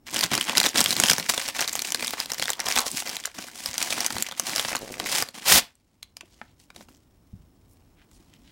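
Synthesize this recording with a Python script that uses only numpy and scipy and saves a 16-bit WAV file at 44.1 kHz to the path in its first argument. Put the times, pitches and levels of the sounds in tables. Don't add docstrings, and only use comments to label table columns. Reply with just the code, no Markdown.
import sys
import numpy as np
from scipy import signal
from scipy.fft import rfft, irfft, next_fast_len
from scipy.io import wavfile
from scipy.ndimage import uniform_filter1d

SR = 44100
rng = np.random.default_rng(int(sys.argv[2]) if len(sys.argv) > 2 else 0)


def store_wav(level_fs):
    pcm = np.round(np.clip(np.atleast_2d(level_fs), -1, 1) * 32767)
    wavfile.write(sys.argv[1], SR, pcm.T.astype(np.int16))


N = 375291
TIME = np.arange(N) / SR
TOP_HZ = 15900


def gain(db):
    return 10 ** (np.asarray(db) / 20)


def curves(table):
    times, *columns = np.transpose(table)
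    return [np.interp(TIME, times, column) for column in columns]


def unit(x):
    return x / np.sqrt(np.mean(x ** 2) + 1e-20)


def burst(x):
    return x / np.sqrt(np.sum(x ** 2) / (.005 * SR) + 1e-20)


def even(x, span_s):
    size = max(int(span_s * SR), 8)
    power = uniform_filter1d(uniform_filter1d(x ** 2, size), size)
    return x / np.sqrt(np.abs(power) + 1e-12)


def add(out, start, x):
    i = max(int(start * SR), 0)
    out[i:i + len(x)] += x[:max(N - i, 0)]


def band(x, low_hz, high_hz, order=2):
    sos = signal.butter(order, [low_hz, min(high_hz, .48 * SR)], "band", fs=SR, output="sos")
    return signal.sosfilt(sos, x + 1e-18)


def db_at(colour, hz):
    pitches, db = np.transpose(colour)
    return np.interp(np.log(hz), np.log(pitches), db)


def noise(colour):
    size = next_fast_len(N)
    hz = np.arange(size // 2 + 1) * SR / size + 1
    ends = 1 / np.sqrt((1 + (colour[0][0] / hz) ** 6) * (1 + (hz / colour[-1][0] / 2) ** 8))
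    spectrum = rfft(rng.standard_normal(size)) * gain(db_at(colour, hz)) * ends
    return unit(irfft(spectrum, size)[:N])


def fade(t, t60):
    return np.exp(-np.log(1000) * t / t60)


def ring(t, hz, t60):
    return np.sin(2 * np.pi * hz * t) * fade(t, t60)


def wander(rate):
    points = rng.standard_normal(int(N / SR * rate) + 2)
    return 1.2 * np.interp(TIME * rate, np.arange(len(points)), points)


# pitch in Hz, strength in dB.
ROOM_COLOUR = [(25, -3), (60, 0), (90, -0.5), (130, -7), (280, -6), (450, -18), (900, -21.5), (1600, -30.5),
               (4900, -40), (5350, -28.5), (5800, -38.5), (15000, -38)]
# time in seconds, level in dB.
BACKGROUND_LEVELS = [(0, -60.5), (5.8, -68.5), (6.3, -61.5), (7.1, -59.5), (8.5, -57.5)]
def background():
    db, = curves(BACKGROUND_LEVELS)
    rumble = noise(ROOM_COLOUR) * gain(0.51 * wander(6.9))
    whine = np.sin(2 * np.pi * 15734 * TIME)
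    return gain(db) * (rumble + gain(-19.5) * whine)


# time in seconds, level in dB.
HOLDING_LEVELS = [(0, -86), (.05, -75), (.1, -43.5), (1.4, -45.5), (2.0, -42.5), (3.2, -53), (3.32, -55),
                  (3.4, -46.5), (4.25, -53), (4.35, -52.5), (4.45, -39.5), (5.26, -48), (5.33, -61.5),
                  (5.42, -43.5), (5.75, -75), (7.9, -75.5), (8.2, -66), (8.5, -67.5)]
# start in seconds, length in seconds, level in dB, swell from start to end in dB,
# brightness (higher means more treble), boom in dB relative to the level, share of crackle from 0 to 1.
HAND_STROKES = [ (0.063, 0.027, -39.5, 6, 3, -16, 0.77), (0.129, 0.064, -29.5, 8, 2.5, -14, 0.6),
                (0.222, 0.02, -25.5, 5.5, 1.5, -20, 0.45), (0.317, 0.055, -24, -4, 0, -8.5, 0.5),
                (0.394, 0.052, -35, 2, 4, -16, 0.8), (0.464, 0.073, -30, -2, -1, -11, 0.47),
                (0.561, 0.056, -26.5, -1.5, 1, -12.5, 0.63), (0.638, 0.036, -23.5, -4.5, 3, -18, 0.65),
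                (0.746, 0.072, -24, 4, 2, -13.5, .6), (0.833, 0.098, -29, 7.5, 4.5, -11, 0.7),
                (0.978, .06, -25.5, 2.5, 2.5, -10.5, 0.16), (1.046, .07, -22, -0.5, 3.5, -18, 0.48),
                (1.153, 0.11, -34, -1, 2, -12, 0.4), (1.293, 0.018, -20.5, -9, 5, -16.5, 0.2),
                (1.342, 0.15, -30.5, -2.5, 2.5, -18.5, 0.5), (1.55, 0.089, -29, 4, 1.5, -22, 0.6),
                (1.672, 0.37, -38, -15.5, 4, -17.5, 0.96), (1.853, 0.044, -35, 0, 5, -13, .6),
                (2.008, 0.12, -33, -4.5, 4.5, -18, 0.82), (2.095, 0.12, -38, 12.5, 1.5, -23, 0.3),
                (2.29, 0.05, -38, 2, 2.5, -22, 0.6), (2.371, 0.057, -34, 12, 5, -13.5, 0.83),
                (2.477, 0.022, -27.5, -1, 1.5, -23, 0.97), (2.58, .045, -33, 2, -0.5, -20, 0.98),
                (2.656, 0.15, -27, 1, 2.5, -23, 0.55), (2.855, 0.013, -28.5, 4.5, 18, -25, 0.4),
                (2.89, 0.08, -38.5, 6, 8, -10.5, 0.4), (2.96, 0.035, -30.5, 8.5, 5.5, -22, 0.23),
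                (3.055, 0.21, -38.5, -18, 2, -17, 0.75), (3.254, 0.018, -34.5, -7, 0, -31, 0.9),
                (3.345, 0.13, -40.5, 3, 4, -14, 0.33), (3.385, 0.016, -39.5, -10, -7, -6, .3),
                (3.545, 0.14, -41.5, 3, 5.5, -14, 0.1), (3.64, 0.17, -38, 2, 2, -13.5, 0.65),
                (3.787, 0.089, -31.5, 2, 3, -15.5, 0.45), (3.902, .04, -27.5, -2, 3.5, -13, 0.13),
                (3.967, .1, -28.5, -3, 1.5, -17, 0.38), (4.097, .11, -34.5, 3.5, 3, -8, 0.54),
                (4.231, 0.036, -43, 24, 0, -20, 0.94), (4.318, 0.013, -42, -5, 2, -16, 1),
                (4.376, .03, -40, -4, 3, -18, 0.4), (4.461, 0.26, -31.5, -3, 3, -16.5, 0.2),
                (4.919, 0.011, -40, -17, 11, -5, 1), (5.004, 0.035, -36.5, 3, 0, -4, 0.75),
                (5.057, 0.016, -29, 1, 6.5, -15, 0.6), (5.092, .11, -25, 2, 3.5, -19, .08),
                (5.345, 0.04, -36.5, 1, 1.5, -13.5, 0), (6.25, 0.26, -67, -1, 2, -10.5, .2),
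                (6.583, .05, -60.5, 4, 8, -21, 0.4), (6.748, 0.075, -54.5, 2, 5, 0.5, 0.43),
                (6.887, 0.095, -62.5, -9.5, 7.5, 0, 0.9)]
# time in seconds, level in dB, share of fast sliding from 0 to 1,
# level in dB of the air buffeting the microphone.
SNACK_PULL = [(5.425, -50.5, 0, -87), (5.478, -19.5, .5, -46.5), (5.507, -14.5, .7, -47.5),
              (5.548, -13.5, 1, -31), (5.586, -15.5, .6, -52.5), (5.618, -39.5, .4, -47.5),
              (5.72, -70, 0, -92)]
def hands(attack_s=0.0073, release_s=0.048, arch_db=1.5, creasing_db=-66):
    held_db, = curves(HOLDING_LEVELS)
    held = gain(held_db) ** 2
    pulling = (TIME > SNACK_PULL[0][0]) & (TIME < SNACK_PULL[-1][0])
    pull = pulling * gain(curves(SNACK_PULL)[0]) ** 2
    held_tone, pull_tone = [2.5, -9, 0.64], [1, -21.5, 0.28]
    tone = np.outer(held_tone, held)
    tone[2] *= held_db > creasing_db
    tone += np.outer(pull_tone, pull)
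    power = held + pull
    for start, length, db, swell_db, *stroke_tone in HAND_STROKES:
        near = slice(*np.searchsorted(TIME, [start - 2 * attack_s, start + length + 2 * release_s]))
        t = TIME[near] - start
        along = np.clip(t / length, 0, 1) - .5
        edges_db = 20 * (np.minimum(t, 0) / attack_s - np.maximum(t - length, 0) / release_s)
        stroke = gain(db + swell_db * along - arch_db * (2 * along) ** 2 + edges_db) ** 2
        power[near] += stroke
        tone[:, near] += np.outer(stroke_tone, stroke)
    catch_db = 0.97 * wander(90)
    return 10 * np.log10(power) + catch_db, *(tone / power)


# pitch in Hz, strength in dB.
CRACKLE_COLOUR = [(400, -5.5), (600, -8), (880, -4), (1400, -9), (2100, 3), (3200, -9), (4600, -1),
                  (7500, -6.5), (11000, -14.5), (15500, -12)]
def crackle(per_second=650, spread_db=10.0, focus_db=8, tail_s=0.036, tail_db=-8):
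    count = int(per_second * N / SR)
    when, how_big, how_high = rng.random((count, 3)).T
    places = (when * (N - 1)).astype(int)
    sizes = gain(spread_db * np.minimum(-np.log(1 - how_big), 3))
    pitches = 600 * 24 ** how_high
    out = np.zeros(N)
    for hz in 460 * 2 ** (np.arange(11) / 2):
        octaves_away = np.minimum(np.abs(np.log2(hz / pitches)), 1.5)
        colour_db = -focus_db * octaves_away + 3 * rng.standard_normal(count)
        clicks = np.zeros(N)
        clicks[places] = sizes * gain(colour_db) * rng.choice([-1, 1], count)
        out += gain(db_at(CRACKLE_COLOUR, hz)) * band(clicks, hz / 2 ** .25, hz * 2 ** .25)
    decay = np.exp(-2 * np.log(1000) / (tail_s * SR))
    smear = np.sqrt(signal.lfilter([1 - decay], [1, -decay], out ** 2)) * noise(CRACKLE_COLOUR)
    return even(out + gain(tail_db) * smear, span_s=.035)


# pitch in Hz, strength in dB.
RUB_COLOUR = [(400, -13), (600, -6.5), (860, -1), (1400, -7), (2300, -3), (4800, -3.5), (8000, -5.5),
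              (10500, -9), (12500, -14.5), (15500, -15)]
SLIDE_COLOUR = [(400, -7.5), (600, -4.5), (880, -2.5), (1400, -4.5), (2400, 0), (4500, 1.5), (8000, -1.5),
                (15500, -5.5)]
BOOM_COLOUR = [(50, -24.5), (90, -16), (150, -3.5), (235, 0), (330, -0.5), (450, -11.5)]
def rustle():
    db, brightness, boom_db, crackling = hands()
    _, sliding, wind_db = curves(SNACK_PULL)
    crackling, sliding = np.clip(crackling, 0, 1), np.clip(sliding, 0, 1)
    hiss = unit(noise(RUB_COLOUR) * gain(3.4 * wander(420) + 1.9 * wander(70)))
    paper = np.sqrt(crackling) * crackle() + np.sqrt(1 - crackling) * hiss
    lows = signal.sosfilt(signal.butter(1, 3500, fs=SR, output="sos"), paper)
    tilt = gain(1.4 * (brightness - 3.0))
    paper = (lows / tilt + (paper - lows) * tilt) / np.sqrt((tilt ** 2 + tilt ** -2) / 2)
    rush = unit(noise(SLIDE_COLOUR) * gain(2.0 * wander(900)))
    boom = unit(noise(BOOM_COLOUR) * gain(3.4 * wander(55)))
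    wind = unit(band(rng.standard_normal(N), 45, 210))
    bag = np.sqrt(1 - sliding) * paper + np.sqrt(sliding) * rush + gain(boom_db) * boom
    return gain(db) * bag + gain(wind_db) * wind


# start in seconds, rough peak level in dB, pitch in Hz of the
# small patch of paper that rings, level in dB of the bag's flexing side.
CREASE_SNAPS = [(0.088, -24, 2320, -45.5), (0.1427, -11, 6330, -32.5), (0.1608, -9, 3000, -28.5),
                (0.19, -7, 4930, -43), (0.2088, -3.5, 4520, -34), (0.2274, -9, 3930, -35),
                (0.2325, -6, 3460, -45), (0.2373, -2.5, 4470, -33), (0.315, -11.5, 3396, -28),
                (0.3331, -6, 4300, -23), (0.3506, -4.5, 5160, -32), (0.377, -7.5, 4600, -22.5),
                (0.41, -4.5, 3110, -46), (0.4943, -6, 2920, -24.5), (0.5514, -8, 2270, -50),
                (0.571, 1, 4370, -46), (0.5796, 2.5, 4930, -29), (0.6, 2.5, 4630, -29),
                (0.6306, -6, 4630, -45), (0.6388, -6.5, 3340, -23.5), (0.6613, -2.5, 3520, -25),
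                (0.6654, -4, 3274, -29), (0.6888, -12, 6250, -42), (0.7569, -6.5, 3400, -22),
                (0.7739, -3.5, 4760, -37), (0.7807, -4, 3220, -44), (0.7911, -4.5, 4100, -24),
                (0.8045, 0, 7220, -22), (0.8115, -2, 5370, -23), (0.84, -6, 8300, -36),
                (0.859, -1.5, 3530, -29), (0.9057, -3.5, 4430, -35), (0.9258, -6.5, 4100, -33),
                (0.9647, -5, 4160, -28), (0.999, 1.5, 6260, -23), (1.036, 2, 3260, -20.5),
                (1.0839, -4, 3330, -43), (1.0989, 1, 5300, -22), (1.1107, 0, 5850, -31),
                (1.1154, -4.5, 2570, -25), (1.1318, -3, 5270, -26), (1.1812, -9.5, 6560, -23.5),
                (1.1971, -10.5, 4470, -27), (1.2909, -23, 3550, -32), (1.296, -4.5, 4500, -22),
                (1.3369, -9, 2280, -46), (1.377, -6, 3450, -23.5), (1.4785, -13.5, 5900, -34),
                (1.4856, -9.5, 5030, -30), (1.5899, -11, 2620, -31.5), (1.6065, -7, 5400, -32),
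                (1.6125, -8, 5600, -24.5), (1.6766, -9, 3960, -37), (1.7274, -19, 7360, -44),
                (1.7527, -6.5, 6150, -25.5), (1.7913, -7.5, 4280, -42), (1.8198, -11.5, 5750, -36),
                (1.8469, -14, 2630, -45), (1.8851, -19, 2420, -46), (1.9203, -5.5, 5760, -33),
                (1.9454, -4, 4170, -23.5), (1.9948, -17, 2500, -38), (2.024, -10.5, 2320, -28),
                (2.0452, -11, 5000, -33), (2.0784, -8.5, 4150, -51), (2.1342, -17, 3900, -25),
                (2.2005, -7, 4800, -31.5), (2.2576, -17.5, 4350, -45.5), (2.3018, -14.5, 4200, -33),
                (2.3174, -7.5, 5300, -29), (2.3341, -13.5, 6160, -36), (2.396, -11, 4490, -29),
                (2.4238, -7.5, 3560, -28.5), (2.4548, -12, 3700, -31.5), (2.5015, -3.5, 7020, -30),
                (2.5316, -11, 3700, -60), (2.601, -8, 5030, -39), (2.666, -10, 3600, -29),
                (2.6845, -7.5, 4830, -31), (2.7621, -5.5, 3500, -22), (2.7746, -5.5, 2450, -28),
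                (2.786, -3.5, 6670, -21), (2.7911, -5.5, 4160, -24), (2.8643, -17, 4410, -28),
                (2.9143, -14, 8300, -52), (2.9713, -10.5, 5060, -41), (3.0217, -20.5, 2580, -31.5),
                (3.0928, -13.5, 5600, -35), (3.1665, -12, 4330, -37), (3.2375, -20.5, 3400, -50),
                (3.255, -9.5, 7520, -53), (3.387, -21.5, 6070, -32.5), (3.6586, -7.5, 4830, -35),
                (3.741, -15.5, 6110, -35), (3.7796, -6, 5940, -29), (3.8143, -8.5, 2440, -45),
                (3.8256, -6, 5650, -39), (3.904, -10.5, 3440, -32), (3.9245, -6, 2330, -31),
                (4.005, -7.5, 5660, -30), (4.0626, -2.5, 5730, -32), (4.1038, -15, 4660, -24.5),
                (4.1655, -17, 3870, -24.5), (4.1824, -12, 4500, -34), (4.2232, -2, 6570, -52),
                (4.2864, -19.5, 6200, -35), (4.3114, -18, 3530, -36), (4.321, -20, 3730, -32.5),
                (4.3963, -3.5, 6350, -26), (4.56, -5.5, 5050, -30), (4.58, -8, 5000, -29),
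                (4.595, -5, 3620, -25), (4.6483, -16, 3420, -25.5), (4.683, -13.5, 5770, -27),
                (4.7148, -23, 2410, -27), (4.7286, -14.5, 2480, -23.5), (4.7499, -11, 2450, -20),
                (4.7553, -9.5, 6300, -35), (4.7652, -12.5, 4260, -28.5), (4.9397, -19, 2390, -54),
                (4.9982, -10.5, 3640, -24.5), (5.0599, -12, 2290, -30), (5.2229, -6, 5400, -20.5),
                (5.2866, -20.5, 4470, -39.5), (5.7528, -43, 7400, -74), (6.0279, -21, 3980, -57.5),
                (6.1674, -21.5, 5300, -47), (6.2083, -23, 2570, -43.5), (6.7022, -32, 2560, -45.5),
                (6.761, -27, 3820, -43), (6.8074, -37, 3990, -41), (6.8847, -44, 2730, -46.5),
                (7.821, -57.5, 2580, -63), (8.1129, -41, 7150, -60.5), (8.337, -37.5, 3230, -68)]
def snaps(ring_cycles=27, peak_over_body_db=14.5, lifted_at_s=1.25, lying_boost_db=9.5):
    out, t = np.zeros(N), TIME[:2600]
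    lead = int(.004 * SR)
    for start, peak_db, hz, flex_db in CREASE_SNAPS:
        flip_s, t60 = start + .001, ring_cycles / hz
        db, side_db = peak_db - peak_over_body_db, flex_db - 3
        air_db = side_db - 14.5 + lying_boost_db * (start < lifted_at_s)
        detune, chance = rng.standard_normal((2, 5))
        grain, shiver = rng.standard_normal((2, len(t)))
        pitches = np.minimum(hz * np.array([.55, .88, 1.0, 1.15, 1.5]) * np.exp(.05 * detune), TOP_HZ)
        sizes = gain([-8.0, -4, 4.5, -3.5, -8]) * np.sign(chance)
        tones = sum(size * ring(t, pitch, t60) for pitch, size in zip(pitches, sizes))
        patch = burst(tones * (1 - fade(t, .002)))
        scatter = grain * (fade(t, t60) + gain(-10.0) * fade(t, .03))
        sheet = burst(band(scatter, hz / 3.5, min(hz * 2.7, 12500)))
        creak = band(grain[-lead:] * fade(t[:lead], .014)[::-1], hz / 2, hz * 1.6, order=1)
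        creak_db = -9 - 7 * np.log2(hz / 4000) + 3 * chance[0]
        click = burst(ring(t, 7500, 0.0007))
        side = burst(band(shiver * fade(t, 0.023), 480, 2000))
        side += gain(-4.5) * burst(ring(t, 860 * np.exp(0.21 * detune[0]), 0.013))
        air = ring(t, 245 * np.exp(0.35 * detune[2]), 0.028)
        air += gain(-10.0) * ring(t, 165 * np.exp(0.19 * detune[3]), 0.015)
        air = burst(band(air + gain(7.0) * shiver * fade(t, .025), 130, 500))
        add(out, flip_s - lead / SR, gain(db + creak_db) * creak)
        add(out, flip_s, gain(db) * (gain(-2.5) * patch + gain(-5.0) * sheet + gain(-12.5) * click))
        add(out, flip_s, gain(side_db) * burst(side))
        add(out, flip_s + .003, gain(air_db) * air)
    return out


# start in seconds, level in dB, pitch in Hz, fade time in seconds.
SOFT_BUMPS = [(0.246, -26, 170, 0.071), (0.315, -22, 200, 0.066), (.575, -26, 212, .06),
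              (1.035, -41, 149, 0.038), (1.106, -24, 140, 0.041), (2.395, -36, 152, 0.049),
              (3.386, -32, 190, 0.053), (3.685, -38, 88.6, 0.11), (4.128, -35, 130, 0.065),
              (4.152, -30, 110.3, 0.083), (6.23, -40, 340, 0.047), (6.488, -51.5, 150, 0.062),
              (7.331, -31.5, 97.7, 0.13), (7.396, -43, 80, 0.17), (8.196, -48, 160, 0.096)]
def bumps():
    out, t = np.zeros(N), TIME[:12000]
    for start, db, hz, t60 in SOFT_BUMPS:
        thud = ring(t, hz, t60) + 0.56 * ring(t, hz * 0.715, t60) + 1.1 * ring(t, hz * 1.9, t60 * .6)
        add(out, start, gain(db) * thud * (1 - fade(t, .015)) ** 2)
    return out


# time in seconds, level in dB.
TAPE_PEEL = [(2.56, -51), (2.655, -48), (2.675, -34.5), (2.72, -51), (2.77, -46), (2.82, -39), (2.88, -43),
             (2.92, -68)]
FINGER_STUTTER = [(4.76, -72), (4.825, -35), (4.87, -44), (4.9, -37.5), (4.96, -50), (5.0, -42),
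                  (5.05, -40), (5.12, -45), (5.25, -58)]
def stick_slip(levels, per_second, ring_hz, t60, jitter=0.18):
    out, t = np.zeros(N), TIME[:900]
    times, db = np.transpose(levels)
    start = times[0]
    for gap, size, detune in rng.standard_normal((120, 3)):
        start += np.exp(jitter * gap) / per_second
        if start < times[-1]:
            push = ring(t, ring_hz * np.exp(.16 * detune), t60) * (1 - fade(t, 0.0049))
            add(out, start, gain(np.interp(start, times, db) + 2.2 * size) * burst(push))
    return out


# middle time in seconds, level in dB of each brush of the fingers, middle pitch in Hz.
GRIP_SHIFTS = [(6.341, -63.5, 4500), (6.491, -66, 2790), (7.715, -65.5, 9150), (8.005, -61, 2030),
               (8.15, -62, 6450), (8.341, -66.5, 2880), (8.48, -59.5, 2800)]
def grips(length_s=0.12):
    out, swell = np.zeros(N), np.hanning(int(length_s * SR))
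    for middle, db, hz in GRIP_SHIFTS:
        brush = unit(band(rng.standard_normal(len(swell)), hz / 1.6, hz * 1.6))
        grain_db = 4.5 * wander(400)[:len(swell)]
        add(out, middle - length_s / 2, gain(db - 2 + grain_db) * swell * brush)
    return out


# pitch in Hz, relative level in dB, fade time in seconds.
WOOD_TONES = [(231, -6, .08), (850, -5, .05), (1287, -5, .03), (1637, -6, .03), (1793, -2, .03)]
def knock(start_s=6.4145, level_db=-33.5):
    out, t = np.zeros(N), TIME[:12000]
    wood = burst(sum(gain(db) * rng.choice([-1, 1]) * ring(t, hz, t60) for hz, db, t60 in WOOD_TONES))
    crack = burst(band(rng.standard_normal(len(t)) * fade(t, .018), 600, 2000))
    add(out, start_s, gain(level_db) * burst(.8 * wood + crack))
    return out


def room_echo(x, t60=0.21, treble_t60=0.08, echo_db=-15):
    t = TIME[:18000]
    low, high = rng.standard_normal((2, len(t)))
    body = band(low, 210, 4000) * fade(t, t60)
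    treble = gain(2.5) * band(high, 3400, 20000) * fade(t, treble_t60)
    tail = (body + treble) * (1 - fade(t, 0.0067))
    return x + gain(echo_db) * signal.fftconvolve(x, tail / np.sqrt(np.sum(tail ** 2)))[:N]


def scene():
    tape = stick_slip(TAPE_PEEL, per_second=250, ring_hz=936, t60=0.0085)
    finger = stick_slip(FINGER_STUTTER, per_second=99, ring_hz=503, t60=0.0064)
    handling = snaps() + rustle() + tape + finger + grips() + bumps() + knock()
    return (room_echo(handling) + background())[None]


def record(dry):
    treble_cut = signal.ellip(10, .2, 70, TOP_HZ, fs=SR, output="sos")
    return signal.sosfilt(treble_cut, np.clip(dry, -1, 1))


dry = scene()
out = record(dry)
store_wav(out)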